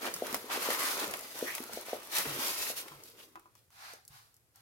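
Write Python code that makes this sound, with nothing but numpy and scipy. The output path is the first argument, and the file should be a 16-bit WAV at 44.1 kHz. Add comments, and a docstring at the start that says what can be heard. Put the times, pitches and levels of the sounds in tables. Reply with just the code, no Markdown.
"""First comes a papery rub and crinkle: hands roll up a craft canvas, with its clear film and paper
backing, on a cutting mat in a small room. Each push makes many tiny slips that rasp and hiss. The film
snaps as it buckles, fingertips tap the hollow roll, and its weight bumps the table. The rubbing fades
as the roll is dragged off the mat, with a few light knocks. Then it slides and is set down softly
a little farther away."""
import sys
import numpy as np
from scipy import signal
from scipy.fft import rfft, irfft, next_fast_len
from scipy.io import wavfile
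from scipy.ndimage import map_coordinates

SR = 44100
rng = np.random.default_rng(int(sys.argv[2]) if len(sys.argv) > 2 else 0)


def unload_audio(sound):
    """Save the sound as a 16-bit wav file, at the path given as the first command line argument."""
    columns = np.transpose(np.atleast_2d(sound))
    # keep every value between -1 and 1, then stretch to whole-number steps
    steps = np.round(np.clip(columns, -1, 1) * 32767)
    wavfile.write(sys.argv[1], SR, steps.astype(np.int16))


N = 203591


def amp(db):
    """Turn decibels into a number to multiply a sound by."""
    return 10 ** (np.asarray(db) / 20)


def unit(x):
    """Scale a signal to an average power of 1."""
    return x / np.sqrt(np.mean(x ** 2) + 1e-20)


def along(points, hz):
    """Read between a table's (frequency, value) points, with octaves evenly spaced."""
    f, v = np.transpose(points)
    return np.interp(np.log(hz + 1), np.log(f + 1), v)


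def wobble(rate):
    """A smooth curve through `rate` random values a second."""
    return map_coordinates(rng.standard_normal(N // 8), [np.arange(N) * rate / SR], mode="wrap")


def filtered(x, response):
    """Multiply each frequency in x by response(frequency)."""
    size = x.shape[-1]
    padded = next_fast_len(size + SR // 4)
    return irfft(rfft(x, padded) * response(np.fft.rfftfreq(padded, 1 / SR)), padded)[..., :size]


def add(track, s, sound):
    """Mix a sound into a track, starting at s seconds."""
    part = track[..., max(round(s * SR), 0):][..., :sound.shape[-1]]
    part += sound[..., :part.shape[-1]]


def placed(x, lead_s, left_db):
    """A sound on the left reaches the left ear earlier and louder."""
    left = lambda hz: amp(left_db / 2) * np.exp(1j * np.pi * hz * lead_s)
    return filtered(x, lambda hz: np.array([left(hz), 1 / left(hz)]))


# How alike left and right sound: f/Hz, likeness (1 = the same)
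LIKENESS = [(100, 0.71), (300, 0.9), (600, 0.71), (1200, 0.36), (2500, 0.057), (10000, 0.13)]
def spread(pair):
    """Two unrelated signals become left and right: alike in the bass, apart in the treble."""
    turn = lambda hz: np.arccos(np.clip(along(LIKENESS, hz), -1, 1)) / 2
    mid, side = filtered(pair, lambda hz: np.array([np.cos(turn(hz)), np.sin(turn(hz))]))
    return np.array([mid + side, mid - side])


def coloured(pair, tone):
    """Shape two signals with a tone table and place them a little to the left, at power 1."""
    sound = filtered(spread(pair), lambda hz: amp(along(tone, hz)))
    return unit(placed(sound, lead_s=0.00015, left_db=0.3))


def patchy(x, depth_db, width_hz, rate):
    """As the sheet bends, narrow bands of pitch swell and fade, about `rate` times a second."""
    hz, t, bands = signal.stft(x, SR, nperseg=1024)
    grid = np.meshgrid(hz / width_hz, t * rate, indexing="ij")
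    swell = map_coordinates(rng.standard_normal((len(hz), len(t) // 4)), grid, order=2, mode="wrap")
    fading = along([(2000, 1.0), (12000, 0.63)], hz)[:, None]  # resonances crowd together up high
    return signal.istft(bands * amp(depth_db * fading * swell), SR, nperseg=1024)[1][:, :N]


def friction(tone, rate, life_s, scatter_db, smooth_db, patch_db):
    """Tiny uneven slips, about `rate` a second, each a dying burst of noise over a smooth rush."""
    slips = (rng.random(N) < rate / SR) * amp(scatter_db * np.clip(rng.standard_normal(N), -2, 2))
    energy = signal.lfilter([1], [1, -np.exp(-2 / (life_s * SR))], slips ** 2)
    grains = unit(np.sqrt(energy)) * rng.standard_normal((2, N))
    rush = grains + amp(smooth_db) * rng.standard_normal((2, N))
    return coloured(patchy(rush, depth_db=patch_db, width_hz=90, rate=7.0), tone)


def stroke(start_s, rise_s, hold_s, fade_db_per_s):
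    """The strength of one rub: it speeds up smoothly, holds, then dies away."""
    t = np.arange(N) / SR - start_s
    rise = np.sin(np.pi / 2 * np.clip(t / rise_s, 0, 1)) ** 2
    return rise * amp(-fade_db_per_s * np.maximum(t - rise_s - hold_s, 0))


# How long the room echoes: f/Hz, ring time/s (the time to fade by 60 dB)
ECHO_TIMES = [(120, 0.42), (500, 0.2), (2000, 0.17), (6000, 0.093), (14000, 0.32)]
def room(x, wet_db):
    """The direct sound plus the room's soft echo, in which the bass lasts longest."""
    hz, t, bands = signal.stft(rng.standard_normal((2, SR // 2)), SR, nperseg=256)
    fade = amp(-60 * t / along(ECHO_TIMES, hz)[:, None])
    echo = spread(signal.istft(bands * fade, SR, nperseg=256)[1])
    echo = np.pad(echo / np.linalg.norm(echo[0]), ((0, 0), (SR // 250, 0)))  # arrives 4 ms late
    return x + amp(wet_db) * signal.fftconvolve(x, echo, axes=1)[:, :N]


# The tone of the quiet room: f/Hz, relative level/dB
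RUMBLE_TONE = [(20, -22), (50, -5.5), (110, 9), (170, -5), (260, -10), (450, -8), (900, -17), (1800, -16),
               (3500, -21.5), (12000, -14.5), (16000, -24)]
def room_rumble():
    """A faint, steady, low noise lies under everything."""
    return amp(-72.0) * coloured(rng.standard_normal((2, N)), RUMBLE_TONE)


# Light, hard knocks: t/s, level/dB
KNOCK_HITS = [(2.919, -47), (3.356, -43), (3.374, -53.5), (3.457, -55.5), (3.552, -66.5)]
# The notes in each knock: f/Hz, relative level/dB, ring time/s
KNOCK_NOTES = [(334.4, -12.5, 0.12), (866, -7, 0.038), (1014, -2, 0.084), (1100, 6, 0.022),
               (1200, -5, 0.076), (1340, -16, 0.096), (2560, -13.5, 0.055)]
def knocks(rise_s):
    """Something light and hard is nudged and rings briefly."""
    track, t = np.zeros(N), np.arange(SR // 5) / SR
    for s, db in KNOCK_HITS:
        ring = sum(amp(level + rng.normal(0, 1.5) - 60 * t / ring_s) * np.sin(2 * np.pi * hz * t)
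                   for hz, level, ring_s in KNOCK_NOTES)
        add(track, s, amp(db) * ring * (1 - np.exp(-t / rise_s)))
    return room(placed(track, lead_s=0.00026, left_db=1.0), wet_db=-0.5)


# The whole roll bumping the table: t/s, level/dB, f/Hz
TABLE_BUMPS = [(0.15, -50, 177), (0.301, -49.5, 113), (0.343, -53, 200), (1.077, -43.5, 200),
               (1.734, -45.5, 220), (2.182, -49, 179), (2.271, -37, 134), (2.329, -47, 136),
               (2.594, -56, 89), (2.91, -50.5, 137), (2.958, -55, 115), (4.103, -48.5, 121)]
def bumps(rise_s, ring_s, push_s, push_db):
    """The roll's weight thuds dully on the table top, with one deep push and rebound."""
    track, t = np.zeros(N), np.arange(SR // 4) / SR
    push = np.sin(np.pi * t / push_s) * (t / push_s) * np.exp(-t / push_s)
    for s, db, hz in TABLE_BUMPS:
        thud = amp(-60 * t / ring_s) * (1 - np.exp(-t / rise_s)) * np.sin(2 * np.pi * hz * t)
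        add(track, s, amp(db) * (thud + amp(push_db) * push))
    return room(placed(track, lead_s=0.0001, left_db=-0.5), wet_db=-4)


# The tone of paper sliding farther away: f/Hz, relative level/dB
SWISH_TONE = [(300, -30), (500, -19), (790, 2.5), (980, -3), (1350, 0), (1650, -3), (1980, -4), (3200, -10),
              (4300, -4.5), (7600, -14.5), (12000, -15), (16000, -27)]
# The roll's last slides: start t/s, rise/s, hold/s, fade/(dB per s), paper level/dB, film level/dB
FAR_SLIDES = [(3.698, 0.032, 0.029, 96, -67, -65), (3.728, .135, 0.051, 168, -50, -62),
              (4.074, .085, .015, 106, -59, -59.5), (4.534, 0.03, 0.028, 104, -66.5, -69)]
def sliding():
    """Farther off, the paper slides with a smoother swish and the film hisses faintly."""
    swish = friction(SWISH_TONE, rate=500, life_s=0.0014, scatter_db=2, smooth_db=16, patch_db=2)
    swish = placed(swish, lead_s=0.00016, left_db=-0.5)
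    hiss = friction(FILM_TONE, rate=1500, life_s=0.0005, scatter_db=2, smooth_db=4, patch_db=3)
    return sum(stroke(*timing) * (amp(paper_db) * swish + amp(film_db) * hiss)
               for *timing, paper_db, film_db in FAR_SLIDES)


# Rubs with a pitch: middle t/s, half length/s, level/dB, f/Hz, glide/(Hz per s), band width/Hz
PITCHED_RUBS = [(0.058, 0.011, -44.5, 838, -4, 268), (0.76, 0.15, -44.5, 1119, 200, 190),
                (1.486, 0.017, -38.5, 1935, 3000, 300), (1.529, 0.029, -43, 2264, 6000, 550),
                (3.031, 0.23, -63.5, 417, -220, 109), (3.202, 0.014, -55, 2875, 0, 800),
                (3.235, 0.0076, -58, 3560, 4, 1100), (3.87, .045, -57, 2196, 2, 795)]
def brushes(rough_db):
    """A brushing touch sounds one rough note of the sheet or roll, which glides as the touch moves."""
    track, t = np.zeros((2, N)), np.arange(SR) / SR - 1 / 2
    for s, half_s, db, hz, glide, width_hz in PITCHED_RUBS:
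        noise = rng.standard_normal((2, 2, len(t)))
        slow_noise = unit(filtered(noise, lambda f: 1 / (1 + (f / width_hz) ** 2)))
        phase = 2 * np.pi * (hz + glide * t / 2) * t
        note = slow_noise[0] * np.cos(phase) + slow_noise[1] * np.sin(phase)
        swell = np.exp(-(t / half_s) ** 2 / 2)
        add(track, s + t[0], amp(db) * swell * note)
    return spread(track) * amp(rough_db * wobble(250))


# The bright tone of cracking film: f/Hz, relative level/dB
CRACK_TONE = [(200, -8), (900, -23), (2500, -24), (5000, 5), (7500, 4), (11000, 4.5), (16000, 2.5)]
# Snaps of the film: t/s, crack level/dB, paper pop level/dB, left minus right/dB
FILM_SNAPS = [(0.1388, -32, -38, -10.5), (0.162, -39, -36, -6), (0.2665, -37.5, -32, 1.5),
              (0.3262, -35.5, -32, -2), (0.3431, -26.5, -20, -2), (0.703, -32.5, -21.5, -6),
              (0.9745, -38, -34, 0), (0.9975, -36, -40, 3), (1.109, -36.5, -41, 0),
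              (1.137, -34.5, -19.5, -3.5), (1.1908, -40.5, -40, 1), (1.55, -32, -45, -1.5),
              (1.5794, -46, -27.5, 1), (1.637, -42.5, -34.5, 1), (1.732, -39, -35.5, -3),
              (2.0307, -52, -40, 3), (2.1832, -25, -30, 1), (2.6274, -51, -32, 0), (2.881, -49, -33.5, 0),
              (3.035, -46.5, -60, -5), (3.3548, -58, -39.5, 1.5), (3.3945, -58.5, -51, 1),
              (3.5514, -57, -52.5, 0), (3.7033, -66, -57, 3), (3.934, -46.5, -46, -3),
              (4.0497, -54.5, -72, -4), (4.0774, -47, -63, 1.5), (4.341, -58.5, -72, -1),
              (4.3645, -59, -67.5, -3), (4.557, -54, -59, 0)]
def snaps(tick_db, crack_s, pop_s, flutter_s, flutter_db):
    """The film buckles with a tick and a crack; the paper under it pops and the sheet flutters."""
    cracks, pops, t = np.zeros((2, N)), np.zeros((2, N)), np.arange(SR // 25) / SR
    flutter = amp(flutter_db) * np.exp(-t / flutter_s)
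    for s, crack_db, pop_db, left_db in FILM_SNAPS:
        sides = amp([[left_db / 2], [-left_db / 2]])
        tick = amp(tick_db) * (t == 0) * rng.choice([-1, 1], (2, 1))
        crack = (np.exp(-t / crack_s) + flutter) * rng.standard_normal((2, len(t)))
        pop = (np.exp(-t / pop_s) + flutter) * rng.standard_normal((2, len(t)))
        add(cracks, s + 0.0016, sides * amp(crack_db) * (tick + crack))
        add(pops, s + 0.001197, sides * amp(pop_db) * pop)
    film = filtered(spread(cracks), lambda hz: amp(along(CRACK_TONE, hz)))
    paper = filtered(spread(pops), lambda hz: amp(along(PAPER_TONE, hz)))
    return room(film + paper, wet_db=-8)


def crinkle(rate, scatter_db):
    """Creases give tiny clicks of random size, about `rate` a second, unequal left and right."""
    clicks = (rng.random(N) < rate / SR) * amp(scatter_db * np.clip(rng.standard_normal(N), -2, 1.5))
    burst = rng.standard_normal((2, SR // 200)) * np.exp(-np.arange(SR // 200) / SR / 0.00023)
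    return coloured(signal.fftconvolve(clicks[None], burst, axes=1)[:, :N], CRACK_TONE)


# Fingertips landing on the roll: t/s, level/dB, f/Hz
FINGER_TAPS = [(0.22, -20, 530), (0.327, -34.5, 302), (0.342, -26.5, 690), (0.441, -37.5, 408),
               (0.573, -27.5, 460), (0.686, -22.5, 473), (0.704, -29, 570), (1.424, -21.5, 445),
               (1.602, -34, 325), (1.693, -36, 690), (1.771, -28, 530), (1.882, -34.5, 584),
               (1.929, -21.5, 556), (2.254, -36.5, 385), (2.388, -35, 327), (2.699, -32, 570),
               (3.934, -44.5, 534)]
# The notes of the hollow roll: f/Hz, relative level/dB, ring time/s
ROLL_NOTES = [(309, -22, 0.12), (432, 6.5, .14), (516, 3, .12), (591, -12, 0.037), (730, 5, 0.12)]
def taps(cycles, peak_s, ring_db):
    """A soft fingertip makes the roll swing about twice and leaves a faint hollow ring."""
    track, t = np.zeros((2, N)), np.arange(SR // 6) / SR
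    ring_rise = 1 - np.exp(-(t / peak_s / 2) ** 2)
    for s, db, hz in FINGER_TAPS:
        push = np.exp(-((t - peak_s) * hz / cycles) ** 2) * np.sin(2 * np.pi * hz * (t - peak_s))
        ring = sum(amp(level - 60 * t / ring_s) * np.sin(2 * np.pi * (f * t + rng.random()))
                   for f, level, ring_s in ROLL_NOTES)
        tap = push + amp(ring_db) * ring * ring_rise
        add(track, s, amp(db) * placed(tap, lead_s=0.00008, left_db=1.5))
    return room(track, wet_db=-4.0)


# The roll's light, steady rub, fading as it leaves the mat: t/s, level/dB
MAT_CONTACT = [(0, -53), (0.2, -50), (0.45, -52.5), (1.15, -48.5), (1.32, -55), (1.66, -53), (2.05, -55),
               (2.88, -56), (3.12, -67), (3.45, -76.5), (3.7, -86.5)]
# Pushes of the hands: start t/s, rise/s, hold/s, fade/(dB per s), then level/dB of film, paper, body
HAND_PUSHES = [(-0.005, 0.054, 0.027, 318, -42, -37, -41), (0.23, 0.041, 0.086, 230, -47, -45, -49),
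               (0.483, 0.042, 0.027, 199, -37.5, -35, -46.5), (0.577, 0.06, .11, 147, -36, -37, -47),
               (0.759, 0.056, .1, 125, -34, -38, -48.5), (0.93, 0.086, 0.022, 220, -38, -39, -43),
               (1.049, 0.031, 0.043, 200, -58, -53, -48), (1.194, 0.045, 0.085, 200, -50.5, -61, -66),
               (1.321, 0.058, 0.091, 203, -43.5, -48.5, -53.5), (1.44, .04, .1, 223, -45.5, -51.5, -74),
               (1.712, 0.029, .045, 359, -46, -60, -57.5), (1.842, 0.048, 0.051, 250, -48, -46.5, -68),
               (2.082, 0.1, 0.022, 204, -31, -37, -50), (2.232, 0.038, 0.099, 200, -40.5, -43.5, -48),
               (2.361, 0.056, 0.073, 97, -33.5, -40.5, -52), (2.54, 0.057, 0.08, 191, -36, -45.5, -56),
               (2.657, 0.03, .016, 480, -36.5, -51, -58), (2.746, .03, 0.028, 450, -37.5, -53, -57),
               (3.037, .025, 0.018, 190, -53, -80, -88), (3.15, 0.046, 0.047, 240, -56.5, -66, -67),
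               (3.546, 0.019, 0.023, 144.5, -67, -78, -79)]
def rub_levels():
    """How loud film, paper and the roll's body are, in dB: each push adds to the steady rub."""
    contact_db = np.interp(np.arange(N) / SR, *np.transpose(MAT_CONTACT))
    power = np.outer(amp([2, 0, -4]), amp(contact_db)) ** 2  # rows: film, paper, body
    for s, rise_s, hold_s, fade, *levels_db in HAND_PUSHES:
        power = power + np.outer(amp(levels_db), stroke(s, rise_s, hold_s, fade)) ** 2
    return 10 * np.log10(power)


# The tones of the hollow body, the rasping paper and the hissing film: f/Hz, relative level/dB
BODY_TONE = [(25, -33), (50, -47), (90, -27), (160, -14.5), (290, -2.5), (450, 0), (620, -3), (850, -12.5),
             (1500, -29)]
PAPER_TONE = [(350, -54), (560, -5.5), (770, -4.5), (1040, -1.5), (1300, -1), (1500, -3), (1680, -5.5),
              (1950, -3.5), (2600, -7), (3600, -12.5), (6000, -19), (16000, -70)]
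FILM_TONE = [(400, -36), (1300, -10), (2600, 0), (4200, 2), (5800, 1.5), (7700, -2.5), (10000, 1),
             (12000, 2), (15800, -4)]
def rubbing():
    """Coarse slips shake the hollow roll, finer ones rasp the paper, the finest hiss on the film."""
    film_db, paper_db, body_db = rub_levels()
    grip = wobble(60)  # the hands' pressure flutters
    body = friction(BODY_TONE, rate=200, life_s=0.0051, scatter_db=4.5, smooth_db=2, patch_db=1.0)
    body *= amp(body_db + 1.3 * grip)
    paper = friction(PAPER_TONE, rate=260, life_s=0.00064, scatter_db=3, smooth_db=4.5, patch_db=2.5)
    paper *= amp(paper_db + 0.8 * grip)
    flicker = wobble(70)
    film = friction(FILM_TONE, rate=1500, life_s=0.00037, scatter_db=3.5, smooth_db=7, patch_db=3.5)
    film *= amp(film_db + 1.08 * flicker)
    creases = amp(0.44 * film_db - 36.5) * crinkle(rate=45, scatter_db=13.0)  # even a light rub ticks
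    bending = np.interp(np.arange(N) / SR, [2.7, 3.3], [1, 0])
    return body + paper + film + bending * creases


def scene():
    """All the sounds of handling the canvas, over the room's quiet rumble."""
    rumble = room_rumble()
    hits = taps(cycles=0.72, peak_s=0.003595, ring_db=-30.0)
    hits += bumps(rise_s=0.004, ring_s=0.11, push_s=0.0073, push_db=-10)
    hits += knocks(rise_s=0.00041)
    crackle = snaps(tick_db=9.5, crack_s=0.00064, pop_s=0.0048, flutter_s=0.0055, flutter_db=-4.0)
    return rumble + hits + crackle + rubbing() + brushes(rough_db=1.5) + sliding()


def record(dry):
    """Cut away the very highest treble, above 16100 Hz."""
    return filtered(dry, lambda hz: hz < 16100)


dry = scene()
out = record(dry)
unload_audio(out)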